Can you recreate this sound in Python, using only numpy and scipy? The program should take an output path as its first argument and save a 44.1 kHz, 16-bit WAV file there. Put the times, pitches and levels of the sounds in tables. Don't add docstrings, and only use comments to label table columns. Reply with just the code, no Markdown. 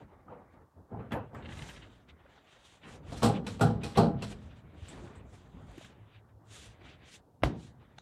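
import sys
import numpy as np
from scipy import signal
from scipy.io import wavfile
from scipy.ndimage import uniform_filter1d

SR = 44100
rng = np.random.default_rng(int(sys.argv[2]) if len(sys.argv) > 2 else 0)


def volts(x):
    e = np.asarray(x, float) / 20
    return 10 ** e


def materialize(psi):
    bounded = np.clip(np.atleast_2d(psi).T, -1, 1)
    quanta = np.round(bounded * 32767).astype(np.int16)
    wavfile.write(sys.argv[1], SR, quanta)


N = 353549
CONTROL_STEP = 40

# band_hz, t60_s
CABIN_T60 = [(60, 1), (160, 0.71), (420, 0.54), (1100, 0.33), (2910, 0.27), (7680, 0.22), (14000, 0.12)]


def in_time(rows):
    s, *columns = np.transpose(rows)
    return [np.interp(np.arange(N) / SR, s, column) for column in columns]


def at_hz(points, hz):
    table_hz, values = np.transpose(points)
    return np.interp(np.log(hz), np.log(table_hz), values)


def rms_one(x):
    return x / np.sqrt(np.mean(x ** 2) + 1e-20)


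def drift(rate_hz):
    r = np.exp(-2 * np.pi * rate_hz * CONTROL_STEP / SR)
    noise = rng.standard_normal(N // CONTROL_STEP + 2002)
    slow = signal.lfilter([1], [1, -2 * r, r * r], noise)[2000:]
    return np.interp(np.arange(N) / CONTROL_STEP, np.arange(len(slow)), rms_one(slow))


def ring(x, hz, t60_s):
    r, w = volts(-60 / (t60_s * SR)), 2 * np.pi * hz / SR
    return signal.lfilter([0, np.sin(w)], [1, -2 * r * np.cos(w), r * r], x + 1e-18)


def grains(per_s, spread_db):
    size_db = spread_db * np.minimum(rng.exponential(1, N), 5)
    sizes = volts(size_db) * rng.choice([-1, 1], N)
    return rms_one(sizes * (rng.random(N) < per_s / SR))


def bank(sources):
    edges_hz = 30 * 2 ** np.arange(0, 9.1, 1 / 3)
    for k, (low_hz, high_hz) in enumerate(zip(edges_hz, edges_hz[1:])):
        sos = signal.butter(2, [low_hz, high_hz], "band", fs=SR, output="sos")
        yield np.sqrt(low_hz * high_hz), signal.sosfilt(sos, sources[k % 2])


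def shake(times_s, levels_db, lengths_s):
    rise_s = 0.0018
    power = np.zeros(N)
    for s, level_db, length_s in zip(times_s, levels_db, lengths_s):
        span_s = max(length_s, 0.002)
        u = np.arange(int(3 * span_s * SR)) / (span_s * SR)
        burst = volts(2 * level_db) * np.minimum(u * length_s / rise_s, 1) * np.exp(-u * u)
        i = round(s * SR)
        power[i:i + len(u)] += burst[:N - i]
    return power


def dying(power, t60_s, near):
    r = volts(-120 / (t60_s * SR))
    return np.sqrt(near * power + signal.lfilter([45 / SR], [1, -r], power + 1e-30))


def reel():
    # start_s, rattle_peak_db, boom_re_rattle_db, shake_length_s
    yanks = [
        (3.2195, -32, 6, 0.02),
        (3.229, -23, 4, 0.023),
        (3.594, -42, 10, 0.016),
        (3.6087, -26, 8.5, 0.017),
        (3.958, -35.5, -3, 0.025),
        (3.9719, -23.5, 10, 0.015),
    ]
    yank_bright_db = [-0.5, 0.7, -0.5, 0.7, -6, -3]
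    # start_s, peak_db, boom_re_rattle_db, bright_re_rattle_db, run_on_db
    rattles = [(0.3, -58, 5, -65, 5), (0.915, -66, 31, -45, -2.5), (0.99, -49.5, 9.5, -73, 0),
               (1.108, -37, -1, -45, -12), (1.119, -26, -2, -52, -21), (1.3456, -45.5, 5, -70, 3),
               (2.833, -46.5, -6, -28, 6.5), (3.1192, -44, 12.5, -1, -14.5),
               (3.1694, -53.5, -14.5, 10.5, -6), (3.445, -48, -13, -25, -15), (3.4653, -30, -2, -6, -12),
               (3.8332, -32.5, 2, -3, -7.5), (4.221, -32.5, 0, -5, -10), (4.3094, -45.5, 6.5, -14, -24)]
    # freq_hz, density_db_per_hz
    bang = [(24, -39), (40, -25.5), (214, 1.5), (353, -14), (476, -2.5), (582, -16.5), (805, -14.5),
            (959, -17), (1470, -22.5), (1930, -33), (3990, -29), (6750, -38.5), (8040, -37.5),
            (13600, -45.5), (15800, -72.5)]
    # freq_hz, level_db
    loose_tilt = [(1000, 3), (2000, 10), (4000, 2), (9500, -2.5), (12000, -6.5), (15000, -14)]
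    # freq_hz, width_hz, lift_db
    frame = [(1130, 110, 0), (1450, 79, -8), (2680, 310, 0.5), (3210, 370, 5), (4040, 190, 9.5),
             (4400, 68, -3), (5480, 300, 4.5), (7250, 250, 1.5), (8050, 630, 12), (9880, 390, 7.5)]
    # freq_hz, level_db, t60_s
    shell = [(111, 0, 1), (140.2, -5, 1), (167, -0.5, 0.57), (208, 2.5, 0.6), (240.1, 0, 0.58),
             (311.4, -4.5, 0.51), (387.3, -7, .35), (414.5, -6, 0.44), (483.2, 1, 0.44), (527, -15, 0.47),
             (677.5, -1.5, 0.42), (708, -0.5, 0.2), (788, -4, 0.42), (819, 2.5, 0.19), (910, -15.5, 0.33),
             (985, -17, .25), (1190, -16.5, 0.39), (1208, -17, .3), (1010, -20, 0.34), (1074, -13, 0.13),
             (1340, -9, 0.13), (1460, -22.5, 0.35), (1630, -16, 0.13), (4220, -37.5, 0.3)]

    yank_s, yank_db, yank_boom_db, yank_length_s = np.transpose(yanks)
    loose_s, loose_db, loose_boom_db, loose_bright_db, run_on_db = np.transpose(rattles)
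    knock_s, run_on_s = np.full(len(rattles), 0.018), np.full(len(rattles), 0.069)
    end = 5 * SR
    chatter = []
    for side in range(2):
        mixed = 0.75 * rng.standard_normal(N) + 0.65 * grains(900, spread_db=3.0)
        chatter.append(mixed[:end])

    out = np.zeros(end)
    for hz, x in bank(chatter):
        t60_s = at_hz(CABIN_T60, hz)
        low = np.interp(np.log(hz), np.log([600, 2000]), [1, 0])
        high = np.clip(np.log2(hz / 2500), 0, 1)
        yank = np.array([yank_s, yank_db + high * np.array(yank_bright_db), yank_length_s])
        taut = shake(*yank[:, ::2])[:end]
        lock = shake(*yank[:, 1::2])[:end]
        level_db = loose_db + low * (loose_boom_db - 9) + high * (loose_bright_db + 11)
        level_db = level_db + at_hz(loose_tilt, hz) - 7
        loose = shake(loose_s, level_db, knock_s)
        loose += shake(loose_s, level_db + run_on_db, run_on_s)
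        bang_env = volts(-2.5 * low) * dying(lock + volts(-14 * high) * taut, 1.11 * t60_s, near=1.0)
        loose_env = dying(loose[:end], 0.47 * t60_s, near=0.96)
        out += volts(at_hz(bang, hz) + 22.5) * x * (bang_env + loose_env)
    out += sum(volts(db - 8.5) * signal.lfilter(*signal.iirpeak(hz, hz / width_hz, SR), out)
               for hz, width_hz, db in frame)

    boom = shake(yank_s, yank_db + yank_boom_db, yank_length_s)
    loose_boom = shake(loose_s, loose_db + loose_boom_db, knock_s)
    fed_on = dying(boom, 0.37, near=0) ** 2
    drive = np.sqrt(boom + 0.42 * loose_boom + fed_on)[:end]
    for hz, db, t60_s in shell:
        out += volts(db - 39.0) * ring(drive * rng.standard_normal(end), hz, 0.47 * t60_s)
    return np.pad(out, (0, N - end))


def struck_parts():
    # start_s, peak_db, pitch_hz, t60_s
    struck = [(0.2823, -45, 1260, .05), (0.318, -40.5, 490, 0.11), (0.325, -46, 920, .08),
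              (0.36, -44, 477, 0.092), (1.119, -42, 3400, .05), (0.922, -33, 112, .3),
              (3.635, -28, 152, .5), (3.98, -29, 389, .3), (4.2, -42, 205, .9), (1.1195, -38, 2050, 0.043),
              (1.122, -57.5, 4550, .08), (1.135, -44, 1745, 0.13), (1.165, -30.5, 515, 0.14),
              (3.2, -47, 900, .05), (3.12, -42, 680, 0.053), (3.234, -26, 687, .12),
              (3.277, -26.5, 818, 0.16), (3.61, -24, 1416, 0.13), (3.6095, -27, 1250, .06),
              (3.66, -27, 205, .5), (3.624, -28.5, 765, 0.16), (3.655, -32, 816, 0.22),
              (3.976, -25, 791, 0.12), (3.989, -31, 901, 0.21), (3.978, -20.5, 167, 0.58),
              (4.02, -27.5, 317, 0.29), (4.02, -28.5, 134.3, 0.5), (3.612, -24, 167, .6),
              (3.614, -25, 210, .5), (3.62, -31, 280, .3), (3.63, -34, 474, .2), (3.978, -22, 470, .25),
              (3.975, -25, 1160, .12), (4.02, -27, 571, .25), (3.833, -38, 2500, .08),
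              (3.85, -40, 810, .25), (3.222, -30, 1100, .05), (3.24, -28, 108, .6), (4.222, -40, 2700, .06),
              (1.347, -44, 1300, .05), (2.2555, -45, 560, .04), (5.55, -48, 250, .2),
              (5.02, -43, 348, 0.18), (5.1, -49, 414, 0.11)]
    out, t = np.zeros(N), np.arange(SR // 2) / SR
    for s, db, hz, t60_s in struck:
        swell = 1 - np.exp(-t * hz / 1.2)
        tone = volts(db - 60 * t / t60_s) * swell * np.sin(2 * np.pi * hz * t)
        out[round(s * SR):][:len(t)] += tone
    return out


def slap():
    # start_s, peak_db, polarity
    contacts = [
        (7.4225, -44, 1),
        (7.4328, -34, 1),
        (7.4351, -27, -1),
        (7.4355, -13, -1),
        (7.4362, -15, 1),
        (7.4377, -22, 1),
        (7.4385, -23, -1),
    ]
    # freq_hz, level_db, t60_s
    palm = [(714, 1.5, 0.0046), (1470, 5.5, 0.0059), (2140, -6.5, 0.007), (2820, -2.5, 0.012),
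            (3630, -13, 0.004), (5000, -10, 0.0025), (8800, -7, 0.0037), (10700, -11, 0.0036)]
    # freq_hz, level_db, t60_s
    chest = [(59.5, 2.5, 0.15), (124, -9.5, 0.92), (200, -24, 0.31), (245, -25, 0.57), (280, -11, 0.27),
             (323, -19, 0.34), (530, -28, 0.29), (595, -23, 0.29), (743, -32, 0.22)]
    # freq_hz, density_db_per_hz
    slap_tail = [(24, -38), (40, -30), (123, -5.5), (380, -14.5), (500, -19), (643, -17.5), (1290, -28),
                 (1540, -29), (5000, -39.5), (10300, -52.5), (15800, -58)]
    clicks, start = np.zeros(N), round(contacts[0][0] * SR)
    for s, db, polarity in contacts:
        clicks[round(s * SR)] = polarity * volts(db)
    padded = signal.lfilter([.16], [1, -1.2, .36], clicks)
    out = sum(volts(db - 1.5) * ring(padded, hz, t60_s) for hz, db, t60_s in palm)
    push = signal.lfilter([.05], [1, -.95], np.abs(clicks))
    for k, (hz, db, t60_s) in enumerate(chest):
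        out += volts(db - 18.0) * ring(push, hz, t60_s) * (-1) ** k
    power = shake([7.437], [-8], [.008])[start:]
    for hz, x in bank(rng.standard_normal((2, N - start))):
        tail_env = dying(power, 0.79 * at_hz(CABIN_T60, hz), near=0.073)
        out[start:] += volts(at_hz(slap_tail, hz) + 13.5) * x * tail_env
    return out


def bumps():
    # start_s, peak_db, pitch_hz
    padded_knocks = [(0.314, -37, 443), (0.56, -55, 97), (0.781, -41.5, 90), (0.927, -32, 105),
                     (1.36, -27.5, 124), (1.485, -28, 204), (1.615, -26, 134), (2.877, -40, 350),
                     (4.528, -43, 62.2), (4.817, -28, 87), (5.064, -36, 110), (5.542, -32.5, 168),
                     (6.808, -49, 167), (2.113, -42, 75), (2.24, -54, 52), (2.55, -54, 46), (6.33, -48, 62),
                     (6.5, -50, 55), (6.664, -42, 50), (6.578, -45, 72), (6.62, -52, 300),
                     (5.7778, -29.5, 320),
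        (6.815, -40, 360),
        (5.811, -35.5, 620),
        (7.421, -22.5, 108),
    ]
    out, t = np.zeros(N), np.arange(int(.2 * SR)) / SR
    for s, db, hz in padded_knocks:
        i, cycles = round(s * SR), t * hz
        out[i:i + len(t)] += volts(db + 1.5) * cycles * np.exp(-cycles / 0.8) * np.sin(2 * np.pi * cycles)
    return out


def ticks():
    # start_s, peak_db, pitch_hz
    small_ticks = [ (4.326, -43, 2600), (1.12, -32, 1500), (1.347, -41.5, 1480), (1.622, -40, 3120),
                   (2.088, -48, 1900), (2.262, -52, 1500), (2.328, -61, 1760), (2.375, -49, 1450),
                   (4.512, -53, 1450), (4.883, -48, 2040), (4.9456, -57, 1570), (5.074, -46.5, 1740),
                   (5.1537, -51, 1340), (5.779, -48, 2140), (5.845, -44, 1770)]
    out, t = np.zeros(N), np.arange(int(0.023 * SR)) / SR
    for s, db, hz in small_ticks:
        i, noise = round(s * SR), rng.standard_normal(len(t))
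        tone = ring(noise * np.exp(-t / 0.0068), hz, 4.7 / hz)
        crack = np.diff(noise, prepend=0) * np.exp(-t / 0.0032)
        out[i:i + len(t)] += volts(db - 1.0) * (tone / np.abs(tone).max() + .03 * crack)
    return out


def snaps():
    # start_s, level_db, pitch_hz, length_s
    scrapes = [(1.119, -50, 3270, 0.0049), (3.609, -30.5, 1380, 0.054), (3.232, -43, 7950, .04),
               (3.61, -45, 7900, .02), (3.972, -38, 4230, .03), (4.01, -48, 4300, .04),
               (1.35, -53, 1600, .07), (7.11, -64, 4200, .04), (3.985, -26, 1100, 0.028),
               (4.883, -54.5, 7900, 0.023), (5.153, -67, 8000, 0.026), (7.989, -65, 3900, 0.023),
               (7.985, -69, 6300, .02), (1.01, -56, 1400, .04), (1.13, -52, 1600, .07),
               (1.14, -56, 2600, .07), (1.35, -72, 7600, .04), (1.68, -76, 12800, .04),
               (5.2, -67, 2400, .06), (5.3, -74, 3300, .2), (5.6, -74, 3200, .1), (1.88, -70, 3000, .08),
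               (1.125, -66, 11800, .035), (6.52, -68, 4200, .12), (7.59, -66, 4000, .07),
               (0.106, -74, 2020, .15), (0.3, -72, 2080, 0.083), (0.462, -69.5, 2030, 0.11),
               (0.097, -65, 1200, .15), (0.377, -62, 1150, 0.27)]
    spring_band = signal.butter(3, [5200, 13000], "band", fs=SR, output="sos")
    spring = signal.sosfilt(spring_band, rng.standard_normal(N))
    out = spring * dying(shake([1.1192], [-56.5], [.02]), 0.081, near=1.0)
    noise = rng.standard_normal(N)
    for s, db, hz, length_s in scrapes:
        part = slice(round(s * SR), round((s + 3 * length_s + .05) * SR))
        envelope = np.sqrt(shake([s], [db + 10.5], [length_s])[part] + 1e-24)
        peak = signal.iirpeak(hz, 5.5, SR)
        out[part] += signal.lfilter(*peak, signal.lfilter(*peak, envelope * noise[part]))
    return out


def drag():
    # time_s, quarter_slips_per_s, level_db
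    pull = [(1.4, 40, -96), (1.44, 110, -63), (1.54, 140, -62), (1.56, 42, -76), (1.63, 63, -65),
            (1.72, 134, -62), (1.8, 96, -63), (1.86, 81, -67), (1.92, 72, -92)]
    # start_s, level_db, length_s
    weave_catches = [(1.423, -61, .01), (1.4482, -57, .006), (1.456, -50, .007), (1.488, -55, .008),
                     (1.5, -55, .008), (1.52, -52, .008), (1.529, -54, 0.0046), (1.57, -54, .008),
                     (1.589, -47, 0.0062), (1.621, -50, 0.0064), (1.687, -53, .008), (1.693, -53, .01),
                     (1.761, -57, .012), (1.82, -58.5, .02)]
    # freq_hz, level_db, t60_s
    slot = [(1710, -2.5, 0.03), (2080, 8.5, 0.0081), (2770, 12, 0.0042), (3060, 1, 0.0078), (3700, 3, .005)]
    per_s, level_db = in_time(pull)
    slips = volts(3.0 * rng.standard_normal(N)) * (rng.random(N) < 4 * per_s / SR)
    weave = rng.standard_normal(N)
    slip_bursts = rms_one(signal.lfilter([1], [1, -.99], slips + 1e-12) * weave)
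    catch_bursts = np.sqrt(shake(*np.transpose(weave_catches)) + 1e-24) * weave
    soft = signal.butter(8, 4200, fs=SR, output="sos")
    bursts = signal.sosfilt(soft, [slip_bursts, catch_bursts])
    steady, catches = sum(volts(db) * ring(bursts, hz, t60_s) for hz, db, t60_s in slot)
    return (volts(level_db - 5) * steady + volts(3) * catches) / np.std(steady)


def threads():
    # start_s, peak_db, lowest_hz
    snapping_threads = [(1.543, -55, 6000), (1.582, -51, 7000), (1.603, -59, 8000), (1.63, -57, 5000),
                        (1.645, -60, 6000), (1.702, -49, 8000), (4.327, -47, 1500), (1.247, -60, 6000),
                        (1.347, -50, 3500), (1.355, -56, 9000), (2.088, -54, 1500), (5.672, -60, 7000),
                        (5.7165, -53, 7000), (5.758, -58, 6000), (5.781, -46, 2500), (5.812, -53, 4000),
                        (5.848, -50, 5000),
                        (4.8683, -54, 7000),
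        (4.8852, -50, 7000),
        (4.9456, -50, 3000),
        (5.1566, -55, 4000),
        (5.2948, -57, 6000),
    ]
    out, t = np.zeros(N), np.arange(300) / SR
    for s, db, hz in snapping_threads:
        click = rng.standard_normal(len(t)) * np.exp(-t / 0.00094)
        click = signal.sosfilt(signal.butter(2, hz, "high", fs=SR, output="sos"), click)
        click = signal.lfilter([1], [1, -.6], click)
        out[round(s * SR):][:len(t)] += volts(db - 4.0) * click / np.abs(click).max()
    return out


def flick():
    # start_s, peak_db, polarity
    nail_hits = [
        (7.981, -54, 1),
        (7.9834, -46, 1),
        (7.9838, -46, -1),
        (7.985, -37.5, -1),
        (7.9864, -39, -1),
        (7.9868, -45, 1),
    ]
    # freq_hz, level_db, t60_s
    nail_modes = [(850, -10, .008), (1700, -9, .004), (2700, -8, .003), (3800, -4, .005), (6200, -14, .004)]
    start = round(nail_hits[0][0] * SR)
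    clicks = np.zeros(N - start)
    for s, db, polarity in nail_hits:
        clicks[round(s * SR) - start] = polarity * volts(db)
    clicks = signal.lfilter([.5], [1, -.5], clicks)
    pulses = signal.lfilter([.3, 0, 0, -.1], [1, -1.3, .42], clicks + 1e-18)
    nail = sum(volts(db) * ring(clicks, hz, t60_s) for hz, db, t60_s in nail_modes)
    return np.pad(volts(6.0) * pulses + nail, (start, 0))


def springs():
    start_s, crest_s, end_s = 5.9, 6.035, 6.95
    pitch_hz, throbs_per_s, level_db = 106, 6.2, -53
    t = np.arange(N) / SR - crest_s
    gate = in_time([(start_s, 0), (crest_s, 1), (end_s - .2, 1), (end_s, 0)])[0]
    beat = np.cos(np.pi * throbs_per_s * t) ** 2
    return volts(level_db + 1.5 * drift(6)) * gate * beat * np.sin(2 * np.pi * pitch_hz * t)


def swells(s, length_s, db, rest_db, rise, bend):
    fade_db = 10
    t = np.arange(N // CONTROL_STEP + 1) * CONTROL_STEP / SR
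    power = volts(2 * rest_db) + np.zeros(len(t))
    for peak_s, span_s, peak_db in zip(s, length_s, db):
        away = np.abs(t - peak_s) / (span_s * np.where(t < peak_s, rise, 1))
        power = power + volts(2 * np.maximum(peak_db - fade_db * away ** bend, -200))
    return np.interp(np.arange(N) / SR, t, 10 * np.log10(power))


def movements():
    # time_s, rumble_db
    restless = [(0, -63.5), (.62, -59.5), (0.698, -76), (.9, -76), (.96, -50), (1.8, -54), (2.05, -60),
                (2.5, -73), (2.88, -63), (3.0, -48), (4.3, -45), (4.6, -51.5), (5.8, -57), (6.3, -64),
                (6.751, -57), (7.36, -64.5), (7.5, -58.5), (8.02, -61)]
    # peak_s, length_s, rumble_db, creak_re_rumble_db
    shifts = [(0, 0.05, -43, -9), (.12, 0.19, -62, 3.5), (0.307, 0.11, -59.5, 11.5), (0.567, 0.12, -62, 2),
              (0.781, 0.091, -53.5, -7), (0.943, 0.11, -48.5, 2.5), (1.15, 0.071, -42.5, 8.5),
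              (1.35, 0.15, -56, 4), (1.48, 0.14, -44.5, -9.5), (1.609, 0.23, -50, -3.5), (2.376, 1, -71, 7),
              (2.9, 0.13, -52.5, -1.5), (3.143, 0.2, -44, -10), (3.644, 0.15, -39, -7.5),
              (4.06, 0.059, -37, -2), (4.15, 0.13, -37.5, -25), (4.957, 0.32, -49, -4.5),
              (5.613, 0.37, -51, -9.5), (6.55, 0.74, -67, 2.5), (6.82, 0.11, -56.5, -3.5),
              (7.55, 0.072, -66, -2)]
    # peak_s, length_s, rub_db, hiss_re_rub_db
    strokes = [(0, 0.047, -68.5, -9.5), (.535, 0.016, -78.5, -1), (1.374, 0.046, -77, 0),
               (1.54, 0.083, -63.5, -2.5), (1.673, 0.14, -56, -2.5), (1.937, 0.14, -67.5, -10.5),
               (2.37, 0.14, -67.5, -12.5), (2.526, 0.064, -60.5, -12.5), (2.696, 0.1, -60.5, -6),
               (2.922, 0.055, -57.5, -2.5), (3.174, 0.092, -54, -6), (3.524, 0.055, -59.5, -1.5),
               (3.923, 0.052, -70, -10.5), (4.31, 0.03, -55.5, -1.5), (4.43, 0.13, -66, -8.5),
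               (4.584, 0.042, -64.5, -12.5), (4.902, 0.11, -57.5, -9), (5.023, 0.15, -66.5, -3.5),
               (5.364, 0.088, -69.5, -0.5), (5.545, 0.24, -71.5, -9), (5.738, 0.11, -67, -6),
               (5.834, 0.079, -57, -7.5), (6.55, .055, -59, 2), (6.62, .095, -55.5, -2),
               (6.89, 0.076, -56, -17), (7.095, .04, -61, -4), (7.143, 0.038, -56.5, -1.5),
               (7.637, 0.07, -61.5, -4), (7.968, 0.14, -73.5, -13)]
    # peak_s, length_s, level_db
    rubs = [(0.132, 0.22, -75), (0.516, 0.25, -76.5), (1.033, 0.045, -87), (1.194, 0.26, -73),
            (2.1, 0.015, -55), (2.228, 0.099, -70), (2.843, 0.032, -61), (3.364, 0.026, -47.5),
            (3.712, 0.11, -67), (3.825, 0.012, -50.5), (3.967, 0.015, -39.5), (4.216, 0.041, -57),
            (4.519, 0.018, -59.5), (4.685, .08, -69), (6.76, .05, -68), (5.16, 0.07, -65),
            (6.01, 0.19, -71), (6.148, 0.049, -61), (6.301, 0.021, -71), (7.063, 0.089, -62),
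            (7.527, 0.041, -61), (7.84, 0.086, -68)]
    seat_shape = dict(rise=0.29, bend=1.62)
    cloth_shape = dict(rise=1.123, bend=1.79)

    t = np.arange(N // CONTROL_STEP + 1) * CONTROL_STEP / SR
    rumble_rest_db = np.interp(t, *np.transpose(restless))
    creak_rest_db = -65.5 + 0.49 * (rumble_rest_db + 56)
    s, length_s, db, creak_db = np.transpose(shifts)
    rumble = swells(s, length_s, db, rumble_rest_db, **seat_shape)
    creak = swells(s, length_s, db + creak_db, creak_rest_db, **seat_shape)

    dull_rubs = [(*row, -24.5) for row in rubs]
    s, length_s, db, hiss_db = np.transpose(strokes + dull_rubs)
    rub = swells(s, length_s, db, -93, **cloth_shape)
    hiss = swells(s, length_s / 1.146, db + hiss_db, -102, **cloth_shape)
    return np.array([rumble, creak, rub, hiss])


def rustle():
    # freq_hz, density_db_per_hz
    colour = [(18, -42), (30, -13.5), (48, -2), (93, 1), (220, -7), (258, -4.5), (301, -14.5), (353, -9),
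              (447, -11), (680, -12.5), (1660, -20), (3540, -26.5), (4610, -39.5), (7990, -42),
              (15800, -75.5)]
    layer_edges_hz, layer_mids_hz = (300, 1500, 4500), (150, 900, 2800, 6500)
    levels_db, together = movements(), drift(27)
    fibres = [rng.standard_normal(N) + 0.32 * grains(2500, spread_db=1.5) for side in range(2)]
    slices, power = [], np.zeros(4)
    for hz, x in bank(fibres):
        flicker_db = 1.2 * together + 1.5 * drift(14)
        x = volts(at_hz(colour, hz) + flicker_db) * x
        slices.append((hz, x))
        power[np.searchsorted(layer_edges_hz, hz)] += np.mean(x ** 2)
    gains_db = levels_db - 10 * np.log10(power)[:, None]
    out = np.zeros(N)
    for hz, x in slices:
        share = [np.interp(np.log(hz), np.log(layer_mids_hz), row) for row in np.eye(4)]
        out += volts(np.dot(share, gains_db)) * x
    return out


def suppress(x):
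    # freq_hz, level_db
    gate_db = [(300, -104), (1500, -102.5), (2500, -91), (4500, -99), (7000, -104), (12000, -105)]
    f, t, spectra = signal.stft(x, SR, nperseg=512)
    power = uniform_filter1d(np.abs(spectra) ** 2, size=7, axis=-1)
    power = uniform_filter1d(power, size=5, axis=-2)
    over = np.abs(power) / volts(2 * at_hz(gate_db, f + 1))[:, None]
    gain = np.maximum(over ** 1.502 / (1 + over ** 1.4992), volts(-29))
    return signal.istft(spectra * gain, SR, nperseg=512)[1][:, :N]


def scene():
    belt = reel() + struck_parts() + snaps() + drag() + threads()
    body = slap() + bumps() + ticks() + flick() + springs() + rustle()
    return (belt + body)[None]


def low_pass(x):
    return signal.sosfilt(signal.butter(12, 15980, fs=SR, output="sos"), x)


def record(dry):
    cut = signal.sosfilt(signal.butter(4, 42, "high", fs=SR, output="sos"), dry)
    cut = signal.sosfilt(signal.ellip(10, .5, 50, 15450, fs=SR, output="sos"), cut)
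    hiss = volts(-85) * signal.lfilter([1], [1, -.35], rng.standard_normal(N))
    return low_pass(suppress(cut) + hiss)


dry = scene()
out = record(dry)
materialize(out)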